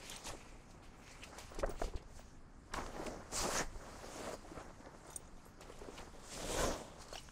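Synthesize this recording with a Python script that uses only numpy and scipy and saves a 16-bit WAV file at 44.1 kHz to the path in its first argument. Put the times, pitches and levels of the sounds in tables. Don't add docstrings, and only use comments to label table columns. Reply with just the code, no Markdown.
import sys
import numpy as np
from scipy import signal
from scipy.fft import rfft, irfft, next_fast_len
from scipy.io import wavfile
from scipy.ndimage import uniform_filter1d

SR = 44100
rng = np.random.default_rng(int(sys.argv[2]) if len(sys.argv) > 2 else 0)


def unload_audio(sound):
    columns = np.transpose(np.atleast_2d(sound))
    steps = np.round(np.clip(columns, -1, 1) * 32767)
    wavfile.write(sys.argv[1], SR, steps.astype(np.int16))


def rack_gain(trim_db):
    fader = np.asarray(trim_db, float)
    return 10 ** (fader / 20)


N = 322371
TOP_HZ = 15780


def rms_one(x):
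    return x / np.sqrt(np.mean(x ** 2) + 1e-20)


def in_time(rows):
    s, *columns = np.transpose(rows)
    return [np.interp(np.arange(N) / SR, s, column) for column in columns]


def drift(rate):
    r = np.exp(-40 * np.pi * rate / SR)
    steps = rng.standard_normal(N // 20 + 2002)
    slow = signal.lfilter([1], [1, -2 * r, r * r], steps)[2000:]
    return np.interp(np.arange(N) / 20, np.arange(len(slow)), rms_one(slow))


def coloured(x, spectrum):
    size = next_fast_len(N)
    hz, level_db = np.transpose(spectrum)
    log_hz = np.log(np.fft.rfftfreq(size, 1 / SR) + 1)
    shape_db = np.interp(log_hz, np.log(hz), level_db, left=-90, right=-90)
    return rms_one(irfft(rfft(x, size) * rack_gain(shape_db), size)[:N])


def ring(x, hz, t60):
    r, w = rack_gain(-60 / (t60 * SR)), 2 * np.pi * hz / SR
    return signal.lfilter([0, np.sin(w)], [1, -2 * r * np.cos(w), r * r], x + 1e-18)


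def slips(per_s, spread_db, clump_db, clump_rate):
    sizes = rack_gain(spread_db * np.minimum(rng.exponential(1, N), 4)) * rng.choice([-1, 1], N)
    lets_go = rng.random(N) < per_s / SR
    return sizes * lets_go * rack_gain(clump_db * drift(clump_rate))


def burst(length, snap, size=2600):
    t = np.arange(size) / SR
    length = max(length, .001)
    push = rng.standard_normal(size) * np.exp(-(t / length) ** 2)
    push[0] = -snap * np.sqrt(length * SR)
    return push


def add(out, s, x):
    at = round(s * SR)
    out[at:at + len(x)] += x[:N - at]


def struck(events, snap, cycles, wide_db, below, above, order):
    out = np.zeros(N)
    for s, peak_db, hz, length in events:
        push = burst(length, snap)
        edges = [hz / below, min(hz * above, TOP_HZ)]
        band = signal.butter(order, edges, "band", fs=SR, output="sos")
        pitched = rms_one(ring(ring(push, hz, 2.6 / hz), hz, cycles / hz))
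        crack = rms_one(signal.sosfilt(band, push))
        hit = pitched + rack_gain(wide_db) * crack
        add(out, s, rack_gain(peak_db) * hit / np.max(np.abs(hit)))
    return out


def swells(rows):
    t, power, part = np.arange(N) / SR, 0, 0
    for s, peak_db, rise, fall, part_db in rows:
        away = np.maximum((s - t) / rise, (t - s) / fall)
        one = rack_gain(2 * (peak_db - 20 * away))
        power, part = power + one, part + one * rack_gain(2 * part_db)
    return power, part


def levels(*layers):
    power, part = np.sum(layers, axis=0) + 1e-20
    return 10 * np.log10(power), 10 * np.log10(part / power)


# (time [s], effort as hiss level [dB], slackness: boom against hiss [dB])
HANDLING = [(0.0, -63.5, 5.5), (0.2, -67, 1), (0.41, -65.5, 2.5), (0.67, -74, 8), (0.95, -78, 14.5),
            (1.4, -64.5, 7), (1.9, -82.5, 19.5), (2.3, -73.5, 4.5), (2.7, -92, 22), (2.8, -74.5, 23),
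            (3.3, -70.5, 9), (4.45, -69.5, 8), (4.9, -73, 10), (5.56, -79.5, 12), (5.7, -66, 4.5),
            (6.13, -71.5, 8), (7.05, -70, 10), (7.31, -68, -1)]
# (time [s], effort [dB], slackness [dB])
YANK = [
    (3.29, -84, 7),
    (3.325, -51.5, -2.5),
    (3.38, -41, -3.5),
    (3.5, -46, 1),
    (3.58, -42, 1),
    (3.62, -49, 6.5),
    (3.66, -64, 7),
    (3.72, -82, -1),
]
CREEP = [
    (3.6, -81, 3.8),
    (3.8, -67, 10.5),
    (4.09, -60, 5.6),
    (4.27, -56.5, 7.4),
    (4.34, -56, 4.2),
    (4.4, -83, 7.9),
    (4.45, -90, 8),
]
SWEEP = [
    (6.13, -77, 14.5),
    (6.29, -59.5, -0.5),
    (6.33, -52, -3.5),
    (6.39, -53.5, 4.5),
    (6.55, -46, 3),
    (6.61, -44, 7),
    (6.7, -50, 8),
    (6.84, -62.5, 3),
    (6.96, -78, -6),
]


def pulls(slack, part_db):
    t, power, part = np.arange(N) / SR, 0, 0
    for rows, db in zip((HANDLING, YANK, CREEP, SWEEP), part_db):
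        effort_db, slack_db = in_time(rows)
        lasts = (t >= rows[0][0]) * (t <= rows[-1][0])
        one = rack_gain(2 * (effort_db + slack * slack_db)) * lasts
        power, part = power + one, part + one * rack_gain(2 * db)
    return power, part


# (frequency [Hz], level [dB per Hz])
SHED = [(15, 1.5), (40, -4), (250, -9), (500, -23), (1700, -25), (3800, -55), (7000, -60), (12800, -67)]


def shed_hum():
    return rack_gain(-58 - 2.5) * coloured(rng.standard_normal(N), SHED)


def patchy(x, patchy_db, rate, count=6):
    edges = np.geomspace(3000, 16000, count + 1)
    size = next_fast_len(N)
    spectrum, hz = rfft(x, size), np.fft.rfftfreq(size, 1 / SR)
    slices = np.clip(np.searchsorted(edges, hz) - 1, 0, count - 1)
    out = 0
    for k in range(count):
        out = out + rack_gain(patchy_db * drift(rate)) * irfft(spectrum * (slices == k), size)[:N]
    return out


# (frequency [Hz], level [dB per Hz])
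HISS = [(3700, -13), (4300, -6.5), (4820, -3), (5600, -4), (6700, -2), (8300, -5.5), (9800, -12),
        (11500, -33.5)]
SHEEN = [(9000, -29), (10500, -1.5), (12500, 0), (15000, -4), (15800, -5)]
RASP = [(1300, -12), (1800, 1), (2400, 5), (3000, 3.5), (3700, 0.5), (4600, -2)]
# (handling [dB], yank [dB], creep [dB], sweep [dB])
PULL_RASP_DB = (-3.5, -6.5, -4, -6)
# (peak time [s], hiss level [dB], rise [s], fall [s], rasp against hiss [dB])
BRUSHES = [(0.12, -56, 0.22, 0.15, 1), (0.262, -48.5, 0.034, 0.08, -6), (0.29, -48, 0.05, 0.043, -6),
           (0.71, -65, 0.028, 0.051, -3), (0.835, -65, 0.019, 0.11, 0.5), (1.12, -62.5, 0.23, 0.19, -2.5),
           (1.24, -64.5, 0.061, 0.15, 2), (1.39, -54.5, 0.019, 0.12, -1), (1.6, -68.5, 0.27, 0.029, 5.5),
           (1.71, -62.5, 0.046, 0.062, 0), (1.84, -54, 0.11, 0.097, -2), (1.97, -66, 0.031, 0.063, 3.5),
           (2.18, -63, 0.16, 0.1, -6.5), (2.75, -51, 0.013, 0.11, 0.5), (2.82, -75, 0.1, 0.042, -6),
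           (3.04, -59.5, 0.45, 0.24, -3), (3.069, -54, 0.0096, 0.0083, 3.5), (4.6, -67, .3, 0.22, -2.5),
           (5.15, -66, 0.4, 0.18, -4), (5.48, -70.5, 0.5, 0.14, -5.5), (5.62, -59.5, 0.023, 0.053, 1),
           (5.99, -59.5, 0.15, 0.13, -2), (7.02, -55.5, 0.051, 0.051, -6), (7.17, -56, 0.13, 0.087, -5)]


def slide():
    hiss_db, rasp_db = levels(pulls(False, PULL_RASP_DB), swells(BRUSHES))
    sheen_db = -16.5 + 0.088 * (hiss_db + 61) + 0.5 * drift(9.0)
    threads = slips(40000, spread_db=2.5, clump_db=0.94, clump_rate=160)
    threads = patchy(threads, patchy_db=2.0, rate=9.4)
    fine = coloured(threads, HISS) + rack_gain(sheen_db) * coloured(threads, SHEEN)
    rasp = coloured(slips(9000, spread_db=2.0, clump_db=2.0, clump_rate=21), RASP)
    return rack_gain(hiss_db) * (fine + rack_gain(rasp_db) * rasp)


# (frequency [Hz], level [dB per Hz])
SLACK = [(90, -11), (150, -3.5), (250, 2.5), (400, 2), (580, 1.5), (800, 0), (1050, -23)]
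TAUT = [(700, -2.5), (950, 1.5), (1300, -0.5), (1700, -6), (2300, -11.5)]
# (handling [dB], yank [dB], creep [dB], sweep [dB])
PULL_TAUT_DB = (-3.5, -1, -3.5, -6)
# (peak time [s], boom level [dB], rise [s], fall [s], tautness: upper against lower modes [dB])
BUCKLES = [(0.13, -56.5, 0.12, 0.1, 0.5), (0.3, -52, 0.19, 0.1, -4), (1.38, -64.5, 0.14, 0.39, 3),
           (1.635, -46, 0.047, 0.05, -21), (1.7, -49.5, 0.073, 0.068, -9.5), (1.85, -53, 0.12, 0.18, -11),
           (2.2, -68, 0.11, 0.23, -4.5), (2.785, -45.5, 0.069, 0.077, -2), (3.01, -50.5, 0.21, 0.4, -2),
           (3.15, -51, 0.32, 0.19, -20), (4.52, -56.5, 0.26, 0.17, -8), (4.61, -56, 0.16, 0.17, 0.5),
           (4.83, -60.5, 0.051, 0.48, -2.5), (5.09, -55, 0.093, 0.12, -6), (5.46, -66.5, 0.23, 0.12, 0),
           (5.72, -58.5, 0.23, 0.062, -3), (5.82, -60, 0.097, 0.075, 1), (5.88, -56, 0.17, 0.11, -9),
           (5.99, -49, 0.047, 0.12, -3.5), (7.15, -57.5, 0.073, 0.078, -1)]


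def crease():
    boom_db, taut_db = levels(pulls(True, PULL_TAUT_DB), swells(BUCKLES))
    kicks = slips(1500, spread_db=2.0, clump_db=2.5, clump_rate=20)
    mode_db = np.clip(0.23 * (boom_db + 29.5), -20, 6)
    mode = rack_gain(mode_db) * rms_one(ring(kicks, 670, 0.01))
    boom = (coloured(kicks, SLACK) + mode) * rack_gain(-4.0)
    crackle = slips(2500, spread_db=2.5, clump_db=2.0, clump_rate=21)
    upper = coloured(kicks + crackle, TAUT)
    return rack_gain(boom_db) * (boom + rack_gain(taut_db) * upper)


# (handling [dB], yank [dB], creep [dB], sweep [dB])
PULL_AIR_DB = (-17, -28, -26, -5.5)
# (peak time [s], level [dB], rise and fall [s])
PUFFS = [(0.3, -44, 0.081), (1.65, -42, 0.21), (1.72, -45, 0.11), (1.85, -41, .08), (2.1, -56, 0.39),
         (2.79, -44.5, 0.14), (2.89, -44, 0.067), (3.08, -48, 0.39), (3.41, -46, 0.13), (3.62, -48, 0.67),
         (4.43, -55, 0.11), (4.6, -54, 0.16), (5.8, -50, 0.14), (6.01, -53, 0.17), (6.5, -47, 0.23),
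         (6.63, -49, 0.071), (7.15, -61, 0.64)]


def air():
    spectrum = [(8, -28), (20, 5.5), (45, -6.0), (90, -12.0), (160, -23)]  # (Hz, dB per Hz)
    swell = coloured(rng.standard_normal(N), spectrum)
    puffs = swells([(s, db, length, length, 0) for s, db, length in PUFFS])[0]
    still_air_db, flap_s, flap_db, flap_width_s = -62, 1.956, -30, 0.0036
    pushed = np.sqrt(puffs + pulls(True, PULL_AIR_DB)[1] + rack_gain(2 * still_air_db))
    flap = rack_gain(flap_db) * np.exp(-((np.arange(N) / SR - flap_s) / flap_width_s) ** 2)
    return pushed * rack_gain(2.1 * drift(25)) * swell - flap


def far_walls(x):
    t60_s, wet_db, wall_cut_hz = 0.11, -21.5, 5200
    t = np.arange(SR // 2) / SR
    tail = rng.standard_normal(len(t)) * rack_gain(-60 * t / t60_s) * (t > .012)
    tail = signal.sosfilt(signal.butter(1, wall_cut_hz, fs=SR, output="sos"), tail)
    return rack_gain(wet_db) * signal.fftconvolve(x, tail / np.linalg.norm(tail))[:N]


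# (peak time [s], level [dB], centre [Hz], rise [s], fall [s])
SCRAPES = [(0.12, -51, 3450, 0.059, 0.069), (0.42, -65.5, 2360, 0.5, 0.34), (1.12, -62.5, 2300, 0.28, 0.18),
           (1.235, -48.5, 2670, 0.023, 0.019), (2.77, -44, 1080, 0.038, 0.11),
           (3.59, -41, 1780, 0.068, 0.063), (4.31, -49, 616, 0.42, 0.052), (6.55, -50.5, 3500, .3, 0.33),
           (6.6, -45.5, 1470, 0.11, 0.16), (.28, -52, 3600, 0.049, 0.06), (3.12, -63.5, 6030, 0.21, 0.13),
           (6.4, -54.5, 149, 0.22, .1), (6.62, -43, 1004, 0.19, 0.21), (6.63, -40.5, 603, 0.2, 0.22)]


def scrapes():
    grains = slips(5500, spread_db=5.0, clump_db=-1.0, clump_rate=43)
    out = np.zeros(N)
    for s, db, hz, rise, fall in SCRAPES:
        t60 = 6.6 / hz
        swell = np.sqrt(swells([(s, db, rise, fall, 0)])[0])
        out += swell * rms_one(ring(ring(grains, hz, t60), hz, t60))
    return out


# (time [s], peak level [dB], centre [Hz], length [s])
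SCUFFS = [(0.162, -34.5, 4500, 0.0033), (0.0975, -33, 7500, 0.0051), (0.71, -59, 5000, 0.008),
          (1.237, -40.5, 5870, 0.0097), (1.385, -39, 6800, 0.0072), (1.5464, -45, 7070, 0.0068),
          (1.5904, -35, 6100, 0.019), (1.662, -45.5, 6470, 0.008), (1.7044, -47, 6160, 0.0073),
          (1.843, -51, 5930, 0.008), (1.96, -47, 4720, 0.013), (2.0238, -55, 5400, 0.0072),
          (2.737, -31.5, 6100, 0.004), (2.864, -42.5, 4900, 0.0043), (3.064, -36.5, 5900, 0.0087),
          (4.579, -44, 1590, 0.006), (3.079, -42, 5500, 0.0024), (1.596, -38, 2540, 0.0096),
          (2.72, -49, 1800, 0.011), (5.609, -43, 7450, 0.0067), (5.723, -49.5, 3400, 0.0087),
          (5.789, -49, 7540, 0.0072), (5.978, -41, 3070, 0.0095), (6.194, -52, 6040, 0.0087),
          (5.163, -35, 9900, 0.0083), (7.029, -56, 4070, 0.0088), (7.0838, -43, 5700, 0.0073),
          (7.128, -45, 6500, 0.0092), (7.155, -38, 3530, 0.0077)]


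def scuffs():
    return rack_gain(-3.0) * struck(SCUFFS, snap=0.38, cycles=16.0, wide_db=-0.5, below=1.67, above=1.45, order=2)


# (frequency [Hz], level [dB], t60 [s])
SLIDER_LOW = [(3620, -11.5, 0.025), (6070, -4.5, 0.013), (6750, -6, 0.021)]
SLIDER_HIGH = [(8570, -2, 0.019), (8970, 0, 0.019), (9900, -8, 0.021)]
TAB = [(7460, -16, 0.05), (11500, -11, 0.19), (7950, -14, 0.05)]
# (time [s], slider low modes [dB], slider high modes [dB], tab [dB], chatter length [s])
ZIP = [(0.1, -60, -52.5, -66, 0.0027), (0.164, -66, -44.5, -62, 0.0045), (1.694, -52, -51, -66, .004),
       (5.068, -70, -56, -70, .012), (5.078, -47, -66, -72, .004), (5.102, -45, -53, -58, 0.011),
       (5.13, -45, -53, -60, 0.011), (5.16, -36.5, -36, -70, 0.0068), (5.255, -57, -67, -78, .004),
       (5.274, -54, -74, -80, .003), (5.369, -55, -74, -80, 0.012), (5.453, -61, -60, -57, 0.0031),
       (5.467, -69, -69, -66, 0.0027), (7.202, -70, -55, -64, 0.0035), (7.234, -64, -58, -70, 0.0029)]


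def zip_rattle():
    out, share = np.zeros(N), rng.normal(0, 1, (len(ZIP), 3, 3))
    for (s, *levels_db, length), luck in zip(ZIP, share):
        push = np.pad(burst(length, snap=0.64), (0, 6000)) / np.sqrt(max(length, .001) * SR)
        for level_db, modes, row in zip(levels_db, (SLIDER_LOW, SLIDER_HIGH, TAB), luck):
            for (hz, db, t60), k in zip(modes, row):
                near_mode = signal.lfilter(*signal.iirpeak(hz, 5.0, SR), push)
                add(out, s, rack_gain(level_db + db + 2 * k) * ring(near_mode, hz, t60))
    return out


# (time [s], level [dB])
PINGS = [
    (0.164, -64),
    (1.5, -68),
    (1.694, -59),
    (2.19, -70),
    (5.072, -68),
    (5.103, -66),
    (5.126, -68),
    (5.164, -61),
    (5.467, -71),
    (7.2, -74),
]


def pings():
    flicks = np.zeros(N)
    for s, db in PINGS:
        add(flicks, s, rack_gain(db) * burst(.003, snap=.6) / 10)
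    return ring(flicks, 15600, .15)


# (time [s], peak level [dB], pitch [Hz], length [s])
KNOCKS = [(0.226, -56, 410, 0.0021), (0.348, -41, 395, .002), (0.302, -40, 1200, .004),
          (0.748, -51, 380, .003), (1.079, -43, 1780, .006), (1.329, -48, 466, 0.0047),
          (1.518, -45, 665, 0.0052), (1.561, -44, 700, .003), (1.626, -36, 410, 0.0015),
          (1.643, -29.5, 760, .004), (1.677, -41, 471, .003), (1.712, -41, 690, .008),
          (1.74, -45, 500, .005), (1.799, -41, 584, 0.0044), (1.879, -43.5, 408, .006),
          (1.951, -42, 458, .005), (1.972, -45, 406, 0.0036), (2.002, -50, 393, 0.0033),
          (2.192, -45, 600, 0.0019), (2.732, -45, 410, 0.0034), (2.745, -33, 990, .004),
          (2.762, -44, 1000, .005), (2.787, -34, 880, 0.0056), (2.82, -37, 1000, .006),
          (3.015, -41, 900, 0.011), (3.068, -41, 2500, .004), (3.097, -42, 330, .004),
          (3.17, -44, 585, 0.0033), (3.311, -51, 845, .004), (4.451, -47, 361, 0.003),
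          (4.573, -41, 460, 0.0037), (4.663, -49, 385, 0.0035), (4.705, -46, 655, .008),
          (4.801, -47, 312, .004), (4.86, -46, 2030, .002), (4.948, -48, 685, .004),
          (5.052, -51, 832, .004), (5.088, -44, 445, 0.0064), (5.106, -49, 910, .002),
          (5.159, -49, 384, 0.0036), (5.202, -48.5, 500, .003), (5.463, -46.5, 487, .003),
          (5.608, -45, 604, 0.0017), (5.632, -48, 500, .003), (5.724, -46.5, 700, .004),
          (5.759, -55, 431, .003), (5.961, -51, 388, .005)]


def knocks():
    return struck(KNOCKS, snap=1.2, cycles=6.0, wide_db=-2.0, below=2.5, above=2.1, order=4)


# (time [s], peak level [dB], panel pitch [Hz], slap length [s])
SLAPS = [(0.268, -39.5, 900, 0.0049), (0.335, -38.5, 600, 0.0018), (4.889, -52, 900, 0.0019),
         (1.381, -42, 970, 0.01), (1.586, -36, 466, 0.013), (1.632, -26.5, 610, 0.011),
         (1.694, -37, 407, 0.0083), (1.817, -26, 610, 0.0053), (1.84, -33.5, 556, 0.0049),
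         (1.936, -42.5, 400, 0.0053), (2.024, -54, 507, 0.0056), (2.193, -45.5, 700, 0.0025),
         (2.7405, -27, 1670, 0.0043), (2.863, -36.5, 1290, 0.0036), (2.965, -37, 795, 0.0033),
         (2.995, -36.5, 400, 0.023), (3.057, -38.5, 405, 0.0045), (3.169, -50, 596, .005),
         (3.487, -28.5, 566, 0.0089), (4.332, -37, 606, 0.017), (4.516, -42, 400, 0.011),
         (4.577, -38.5, 616, 0.0063), (4.867, -42.5, 468, 0.011), (5.698, -41.5, 483, .006),
         (5.814, -40, 414, 0.0076), (5.885, -39.5, 457, 0.013), (6.816, -37.5, 760, 0.0019),
         (7.127, -37.5, 626, 0.0045), (7.1545, -36, 725, 0.0032), (7.288, -42, 1400, 0.0017)]


def slaps():
    return struck(SLAPS, snap=0.55, cycles=7.5, wide_db=-5.5, below=3.03, above=2.36, order=4)


# (start time [s], length [s], from [Hz], to [Hz], level [dB])
SQUEAK = [(7.127, .021, 4200, 4650, -56), (7.127, .014, 6700, 6200, -58), (7.127, .02, 7700, 7100, -62),
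          (7.13, .009, 2750, 3050, -55), (7.14, .008, 3200, 3300, -59), (7.155, .006, 2950, 2720, -48),
          (7.155, .008, 5800, 5300, -56), (7.155, .016, 4700, 4600, -60), (7.161, .009, 2450, 2750, -57),
          (7.173, .007, 3450, 3700, -60), (7.174, .006, 2650, 2800, -54), (7.176, .012, 5400, 5800, -57),
          (7.179, .01, 2800, 3050, -50), (7.184, .016, 4050, 4050, -60), (7.192, .004, 2950, 3050, -56)]


def squeak():
    out, t = np.zeros(N), np.arange(1500) / SR
    waver, flutter, edge_s = drift(251), drift(150), 0.0013
    for k, (s, length, from_hz, to_hz, db) in enumerate(SQUEAK):
        own = slice(3000 * k, 3000 * k + len(t))
        glide = from_hz + (to_hz - from_hz) * t / length
        hz = glide * (1 + 0.016 * waver[own])
        gate = np.clip(np.minimum(t, length - t) / edge_s + .5, 0, 1) * (t > 0)
        add(out, s, rack_gain(db + 4.0 * flutter[own]) * gate * np.sin(2 * np.pi * np.cumsum(hz) / SR))
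    return out


def scene():
    cover = slide() + crease() + scrapes() + scuffs() + zip_rattle()
    cover = cover + pings() + knocks() + slaps() + squeak()
    return (cover + far_walls(cover) + air() + shed_hum())[None]


# (frequency [Hz], ..)
GATE_EDGES_HZ = (12800, 13500, 14200, 14900, 16600)
# (level [dB], ..)
GATE_DB = (-102, -100.5, -99.5, -99)


def gated_top(x, size=1200):
    length = next_fast_len(N)
    spectrum, hz, out = rfft(x, length), np.fft.rfftfreq(length, 1 / SR), x.copy()
    for low, high, gate_db in zip(GATE_EDGES_HZ, GATE_EDGES_HZ[1:], GATE_DB):
        band = irfft(spectrum * ((hz >= low) & (hz < high)), length)[..., :N]
        shut = uniform_filter1d(band ** 2, size) < rack_gain(2 * gate_db)
        out -= band * uniform_filter1d(shut * 1., size // 2)
    return out


def band_limit(x):
    return signal.sosfilt(signal.butter(12, 16320, fs=SR, output="sos"), x)


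def record(dry):
    cut = signal.sosfilt(signal.cheby2(12, 60, TOP_HZ + 800, fs=SR, output="sos"), dry)
    return band_limit(gated_top(cut))


dry = scene()
out = record(dry)
unload_audio(out)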